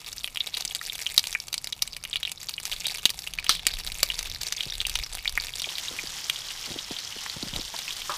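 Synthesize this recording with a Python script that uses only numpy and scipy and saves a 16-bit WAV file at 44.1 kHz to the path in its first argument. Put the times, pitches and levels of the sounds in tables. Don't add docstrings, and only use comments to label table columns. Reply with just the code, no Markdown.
import sys
import numpy as np
from scipy import signal
from scipy.fft import rfft, irfft
from scipy.io import wavfile

SR = 44100
rng = np.random.default_rng(int(sys.argv[2]) if len(sys.argv) > 2 else 0)


def output_pcm(signal):
    pcm = np.clip(np.atleast_2d(signal).T, -1, 1) * 32767
    wavfile.write(sys.argv[1], SR, np.round(pcm).astype(np.int16))


N = 360297
FULL_PAN_S = 5.62


def pops(bursts, plop_db=-1.0, crack_db=0.7, crack_s=0.00062, spatter_db=-13, spatter_s=0.0055,
         torn_cycles=0.66, whole_cycles=1.5, slap_db=-8, echo_s=0.0026, echo_db=-8):
    plops, cracks = np.zeros(N), np.zeros(N)
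    t = np.arange(SR // 40) / SR
    for (s, hz, ring_db, tick_db), (delay, detune) in zip(bursts, rng.random((len(bursts), 2))):
        cycles = np.interp(tick_db - ring_db, [-8, 6], [whole_cycles, torn_cycles])
        first = plop(t, hz, cycles=cycles, linger_cycles=7 * cycles)
        add(plops, s, from_db(ring_db + plop_db) / np.sqrt(cycles) * first)
        second = plop(t, hz * (0.73 + 0.56 * detune), cycles=cycles, linger_cycles=5 * cycles)
        add(plops, s + 0.00103 + 0.004 * delay, from_db(ring_db + plop_db + slap_db) * second)

        spatter = from_db(spatter_db) * burst(t, spatter_s)
        crack = from_db(tick_db + crack_db) * (burst(t, crack_s) + spatter)
        add(cracks, s, crack)
        add(cracks, s + echo_s * (0.5 + delay), from_db(echo_db) * crack)
    return plops + small_source(cracks)


def small_source(cracks, body_db=-3, bass_db=-14):
    full_bodied = cracks + from_db(body_db) * cut(cracks, 10300, "low", order=1)
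    bass = from_db(bass_db) * cut(cracks, 700, "low", order=1)
    radiated = cut(full_bodied, 3000, "high", order=1) + bass
    return cut(cut(radiated, 104, "high"), 7600, "low", order=1)


def plop(t, hz, cycles=1.13, rise=0.0061, linger_db=-14, linger_cycles=10):
    turns = hz * t
    age = turns / cycles
    main = age * np.exp(1 - age)
    linger = from_db(linger_db) * (1 - np.exp(-age)) * np.exp(-turns / linger_cycles)
    return (main + linger) * np.sin(2 * np.pi * turns * (1 + rise * np.minimum(age, 6)))


def loud_pops():
    # (time [s], cavity pitch [Hz], relative plop level [dB], relative crack level [dB])
    loud_rows = [(.2435, 3200, -12.5, -9), (.3724, 3000, -14, -11), (.406, 3450, -8.5, -33),
                 (.5417, 3900, -13, -27), (.5714, 4050, -23, -6.5), (.6088, 4500, -21, -6.5),
                 (.651, 7400, -10.5, -3.5), (.7492, 4340, -26, -2), (.813, 1800, -23, -30),
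                 (.8978, 3460, -15, -34), (.9541, 3180, -24, -6.5), (1.0652, 3020, -10.5, -15),
                 (1.1784, 3700, 2, 13.5), (1.1935, 4770, -11.5, -2), (1.271, 4100, -21, -5.5),
                 (1.328, 5600, -20, -7), (1.3502, 2290, -10.5, -14.5), (1.5288, 5000, -23, -7),
                 (1.5419, 4170, -13.5, -2), (1.6723, 3860, -19, -9), (1.7276, 3700, -15, -26),
                 (1.8229, 5300, -4, 3.5), (1.9661, 4870, -20.5, -8), (2.0387, 4540, -32, -8.5),
                 (2.1303, 3470, -14, -23), (2.1578, 3230, -10, -10), (2.23, 3120, -16.5, -11.5),
                 (2.2515, 3450, -13, -17), (2.2755, 2680, -18.5, -33), (2.3174, 4500, -20, -3),
                 (2.4306, 5900, -32, -10), (2.4932, 4200, -24, -4), (2.5802, 2900, -17, -34),
                 (2.6541, 5900, -20, -3.5), (2.7244, 2940, -15.5, -34), (2.8564, 3570, -13.5, -19),
                 (2.8677, 4150, -15.5, -1), (2.8817, 3830, -16.5, -27), (2.9478, 2330, -22.5, -7),
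                 (3.0548, 3610, 3, 8), (3.1029, 4650, -25, -1.5), (3.2725, 2800, -19.5, -28),
                 (3.3871, 2390, -14, -14.5), (3.4437, 3120, -26, -7), (3.4934, 4260, -4.5, 6),
                 (3.5515, 3610, -18, -7), (3.6677, 6800, -10, 10.5), (3.738, 3780, -18, -10),
                 (3.874, 3830, -16.5, -8.5), (4.0306, 3820, -7, 13), (4.1015, 2850, -11, -17),
                 (4.191, 4250, -18, -2.5), (4.4332, 4640, -28, -4.5), (4.468, 4200, -16.5, -11),
                 (4.5241, 5270, -17, -1), (4.607, 3160, -11, -13), (4.8034, 3340, -10.5, -15),
                 (4.8515, 2700, -13.5, -25), (4.868, 6500, -22, -2.5), (4.8965, 3080, -23, -2.5),
                 (4.9553, 2950, -10.5, 0), (5.1511, 3730, -27, -4), (5.2562, 2190, -16.5, -16),
                 (5.2772, 3450, -8, -16), (5.376, 2050, -8.5, -7), (5.3997, 4330, -15.5, -18),
                 (5.5371, 3330, -20, -29), (5.6193, 4170, -16, -7.5), (5.6422, 3190, -15.5, -25),
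                 (5.6897, 3420, -18.5, -27), (5.7829, 2900, -18.5, -6), (5.9887, 2340, -17.5, -29),
                 (6.2985, 3150, -8.5, 1.5), (6.3597, 3320, -19, -24), (6.9657, 3420, -20, -30),
                 (7.2627, 1860, -25, -16), (7.562, 3600, -18, -10), (7.7898, 3770, -18.5, -9),
                 (7.8798, 2580, -19, -26)]
    return list(loud_rows)


def lesser_pops(count=160, per_s=14, smothered_db=-5.5):
    # (mean, spread) of pitch [Hz], relative plop level [dB], relative crack level [dB]
    laws = [(3980, 710), (-23.5, 4), (-15, 4)]
    rows = []
    for k, (when, *chances) in enumerate(rng.random((count, 4))):
        s = (k + when) / per_s
        hz, plop_db, crack_db = (mean + spread * np.sqrt(12) * (u - 0.5)
                                 for (mean, spread), u in zip(laws, chances))
        rows.append((s, hz, plop_db, crack_db + smothered_db * (s > FULL_PAN_S)))
    return rows


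def sizzle(thin_db=-0.5, full_db=0.33, spray_db=4.5, full_spray_db=3.0, bubbles_db=-8):
    # (time [s], relative simmer level [dB], relative fine spray level [dB])
    frying = [(0.0, -44.5, -54), (0.25, -50, -54), (0.55, -39, -51), (1.05, -42, -46.5), (1.66, -51, -57.5),
              (2.27, -47.5, -58.5), (2.57, -48, -52.5), (2.73, -36.5, -45.5), (2.93, -40, -50.5),
              (3.25, -46.5, -51), (3.46, -42.5, -65), (3.91, -42, -49), (4.25, -39.5, -52.5),
              (4.66, -39, -50.5), (5.37, -41.5, -52.5), (5.73, -39, -48), (7.17, -40, -51.5),
              (8.17, -39, -47.5)]
    # (frequency [Hz], relative level [dB])
    thin_spectrum = [(250, -21), (450, -9), (850, -9), (1400, -8.5), (2200, -2), (3000, 0), (3800, 2),
                     (5700, -3), (9000, -7.5), (14500, -12), (16000, -17)]
    # (frequency [Hz], relative level [dB])
    full_spectrum = [(250, -12.5), (450, -8.5), (1100, -6.5), (1500, -6.5), (2000, -3.5), (2600, -3.5),
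                     (3200, 2.5), (4200, -0.5), (5400, 1), (8000, -6), (10000, -10.5), (14800, -14),
                     (16000, -30)]

    simmer, spray = in_time(frying)
    full = np.clip((np.arange(N) / SR - FULL_PAN_S) * 100, 0, 1)
    crackle = around_pan(fizzing(1100, 6.83, 5, snap_db=2.0))
    thin = coloured(crackle + 0.24 * rng.standard_normal(N), thin_spectrum)
    fizz = fizzing(7000, 5.36, 3.0, snap_db=-0.5)
    dense = coloured(fizz + 0.6 * rng.standard_normal(N), full_spectrum)

    bubbles = around_pan(small_plops(count=600, low_hz=2800, high_hz=6560, spread_db=40))
    out = from_db(simmer + bubbles_db - 4.5 * full) * bubbles
    layers = [(thin, 1 - full, thin_db, spray_db), (dense, full, full_db, full_spray_db)]
    for sound, share, low_db, high_db in layers:
        out += share * from_db(simmer + low_db) * rms_one(cut(sound, 6180, "low", order=3))
        out += share * from_db(spray + high_db) * rms_one(cut(sound, 7040, "high", order=3))
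    return out


def fizzing(per_s, spread_db, clump_db, snap_db, count=12):
    born = rng.random(N) < per_s * from_db(clump_db * drift(70)) / SR
    sizes = from_db(spread_db * np.minimum(rng.exponential(1, N), 4))
    clicks = born * rng.choice([-1, 1], N) * sizes
    edges_hz = np.geomspace(700, 15000, count + 1)
    dealt = rng.integers(0, count, N)
    rings = sum(cut(clicks * (dealt == k), [edges_hz[k] / 1.053, edges_hz[k + 1] * 1.09], "band")
                for k in range(count))
    return rms_one(rms_one(rings) + from_db(snap_db) * rms_one(clicks))


def small_plops(count, low_hz, high_hz, spread_db):
    out, t = np.zeros(N), np.arange(SR // 60) / SR
    for when, pitch, size in rng.random((count, 3)):
        hz = low_hz * (high_hz / low_hz) ** pitch
        add(out, when * N / SR, from_db(spread_db * size ** 2) * plop(t, hz, cycles=2.4))
    return rms_one(out)


def around_pan(x, scatter_db=-7, scatter_s=0.0031, shore_db=-16, shore_s=0.014, ring_db=-53):
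    # (frequency [Hz], relative level [dB], t60 [s])
    pan_modes = [(1013, 14, 0.019), (1890, 0, 0.046), (2273, 0.5, 0.17), (2325, -10, 0.073), (2450, 4, .06),
                 (2910, 9, 0.061), (3340, -26, .045), (3910, 7, 0.038), (4860, 6, 0.042), (6600, 1, 0.043)]
    t = np.arange(SR // 6) / SR
    scatter = from_db(scatter_db) * burst(t, scatter_s) + from_db(shore_db) * burst(t, shore_s)
    response = cut(scatter * (1 - np.exp(-t / 0.00037)), 17400, "low", order=1)
    response += from_db(ring_db) * ringing(pan_modes, t)
    response[0] += 1
    return signal.fftconvolve(x, response)[:N]


def clanks(width=1.28, edge_db=-10, rattle_db=-2):
    # (time [s], relative level [dB], pitch [Hz], rattle decay to 1/e [s], relative stove ring level [dB])
    knocks = [(3.4941, 4, 3900, 0.027, -48), (3.4937, -2, 1520, 0.0029, -55),
              (7.262, -21, 1100, 0.0016, -60), (7.74, -16.5, 790, 0.0089, -53),
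              (8.095, -6.5, 1090, 0.028, -26.5)]
    # (frequency [Hz], relative level [dB], t60 [s])
    stove_modes = [(403, -37, 0.23), (610, -13.5, 0.14), (1082, -11, 0.086), (1230, -8.5, 0.12),
                   (1296, -19, 0.19), (1653, -23, 0.086)]
    out, t = np.zeros(N), np.arange(SR // 5) / SR
    for s, db, hz, decay_s, ring_db in knocks:
        rattle = burst(t, decay_s)
        edge = from_db(edge_db) * cut(rattle, [hz / 3, hz * 2], "band", order=1)
        clank = cut(rattle, [hz / width, hz * width], "band") + edge
        add(out, s, from_db(db + 7.5) * clank / np.linalg.norm(clank))
        contact = from_db(rattle_db) * rattle + (t == 0)
        ring = signal.fftconvolve(contact, ringing(stove_modes, t))[:len(t)]
        add(out, s, from_db(ring_db) * ring)
    return out


def thuds(knock_db=-2, grit_db=9, knock_s=0.0034, grit_s=0.0091, fall_s=0.0116, push_db=-16, push_hz=70):
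    bumps = [(4.664, -33, 150), (5.668, -36, 670), (5.909, -38.5, 357), (6.036, -35, 315),
             (6.704, -32, 140), (6.71, -30.5, 254), (6.759, -31, 336), (6.908, -27, 263), (7.162, -35, 330),
             (7.364, -29.5, 150), (7.428, -27, 268), (7.467, -35.5, 161), (7.532, -29, 147),
             (7.557, -32, 645), (7.566, -28.5, 148), (7.589, -32, 304)]
    out, t = np.zeros(N), np.arange(SR // 10) / SR
    for s, db, hz in bumps:
        turns = 1.55 * hz * fall_s * (1 - np.exp(-t / fall_s))
        knock = t / knock_s * np.exp(1 - t / knock_s) * np.sin(2 * np.pi * turns)
        grit = 10 * cut(burst(t, grit_s), [130, 700], "band")
        push = np.exp(-t / 0.017) * np.sin(2 * np.pi * push_hz * t)
        thud = from_db(knock_db) * knock + from_db(grit_db) * grit + from_db(push_db) * push
        add(out, s, from_db(db) * thud)
    return out


def scuffs(lumpy_db=4):
    # (time [s], level [dB], length [s])
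    drags = [(5.93, -51.5, 0.12), (6.713, -46, 0.11), (7.46, -54, 0.071), (7.575, -44, 0.08)]
    rumble = from_db(lumpy_db * drift(120)) * cut(rng.standard_normal(N), [90, 620], "band")
    return swells(drags) * rms_one(rumble)


def air(calm_db=-58, flames_db=-57.5):
    # (time [s], relative level [dB], length [s])
    gusts = [(2.72, -50, 0.19), (3.9, -44.5, 1.2), (4.32, -36.5, 0.15), (4.93, -38, 0.32),
             (5.36, -43, 0.34), (7.56, -42.5, .16)]
    # (frequency [Hz], relative level [dB])
    wind_spectrum = [(12, -37), (20, 6.5), (39, 0.5), (86, -15), (155, -25.5), (216, -31.5), (300, -23),
                     (390, -48), (660, -120)]
    # (frequency [Hz], relative level [dB])
    fire_spectrum = [(35, -26.5), (60, -1.5), (138, -2.5), (199, -9.5), (390, -16.5), (775, -15.5),
                     (1260, -14), (1380, -15.5), (1500, -26), (1950, -40), (3300, -120)]
    wind = coloured(cut(rng.standard_normal(N), 17.0, "high"), wind_spectrum)
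    wind *= (from_db(calm_db) + swells(gusts)) * from_db(2.5 * drift(12))
    fire = coloured(cut(rng.standard_normal(N), 3100, "low"), fire_spectrum)
    fire *= from_db(flames_db + 0.42 * drift(31))
    return cut(wind, 187, "low") + fire


def drone(hz=160, width_hz=22, peak_s=3.32, peak_db=-60.5, rise_db_per_s=5.5, fall_db_per_s=3.5):
    t = np.arange(N) / SR - peak_s
    level_db = peak_db + np.minimum(rise_db_per_s * t, -fall_db_per_s * t)
    band = cut(rng.standard_normal(N), [hz - width_hz / 2, hz + width_hz / 2], "band")
    return from_db(level_db) * rms_one(band)


def burst(t, decay_s):
    puff = rng.standard_normal(len(t)) * np.exp(-t / decay_s)
    return puff / np.linalg.norm(puff)


def ringing(modes, t):
    return sum(from_db(db - 60 * t / t60) * np.sin(2 * np.pi * hz * t) for hz, db, t60 in modes)


def swells(rows):
    t = np.arange(N) / SR
    return sum(from_db(db) * np.exp(-(2 * (t - s) / length) ** 2) for s, db, length in rows)


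def drift(rate_hz):
    knots = rng.standard_normal(N // 20)
    return rms_one(np.interp(np.arange(N) * rate_hz / SR, np.arange(len(knots)), knots))


def coloured(x, spectrum):
    size = 16384
    hz, db = np.transpose(spectrum)
    log_hz = np.log(np.fft.rfftfreq(size, 1 / SR) + 1)
    log_gain = np.log(from_db(np.interp(log_hz, np.log(hz), db)))
    cepstrum = irfft(log_gain)[:size // 2]
    cepstrum[1:] *= 2
    response = irfft(np.exp(rfft(cepstrum, size)))
    return rms_one(signal.fftconvolve(x, response)[:N])


def cut(x, hz, kind, order=2):
    sos = signal.butter(order, np.clip(hz, 10, 0.45 * SR), kind, fs=SR, output="sos")
    return signal.sosfilt(sos, x + 1e-18)


def in_time(rows):
    s, *columns = np.transpose(rows)
    return [np.interp(np.arange(N) / SR, s, c) for c in columns]


def add(out, s, sound):
    i = int(np.clip(round(s * SR), 0, N))
    out[i:i + len(sound)] += sound[:N - i]


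def from_db(db):
    return 10 ** (np.asarray(db) / 20)


def rms_one(x):
    return x / np.sqrt(np.mean(x ** 2) + 1e-20)


def scene():
    spitting = around_pan(pops(loud_pops() + lesser_pops()))
    return (spitting + sizzle() + clanks() + thuds() + scuffs() + air() + drone())[None]


def record(dry, lopsided=0.13, cutoff_hz=15450):
    squeezed = np.tanh(dry)
    thump = cut(cut(squeezed ** 2, 116, "high"), 1500, "low", order=1)
    sos = signal.ellip(12, 0.1, 80, cutoff_hz, fs=SR, output="sos")
    return signal.sosfilt(sos, squeezed + lopsided * thump)


dry = scene()
out = record(dry)
output_pcm(out)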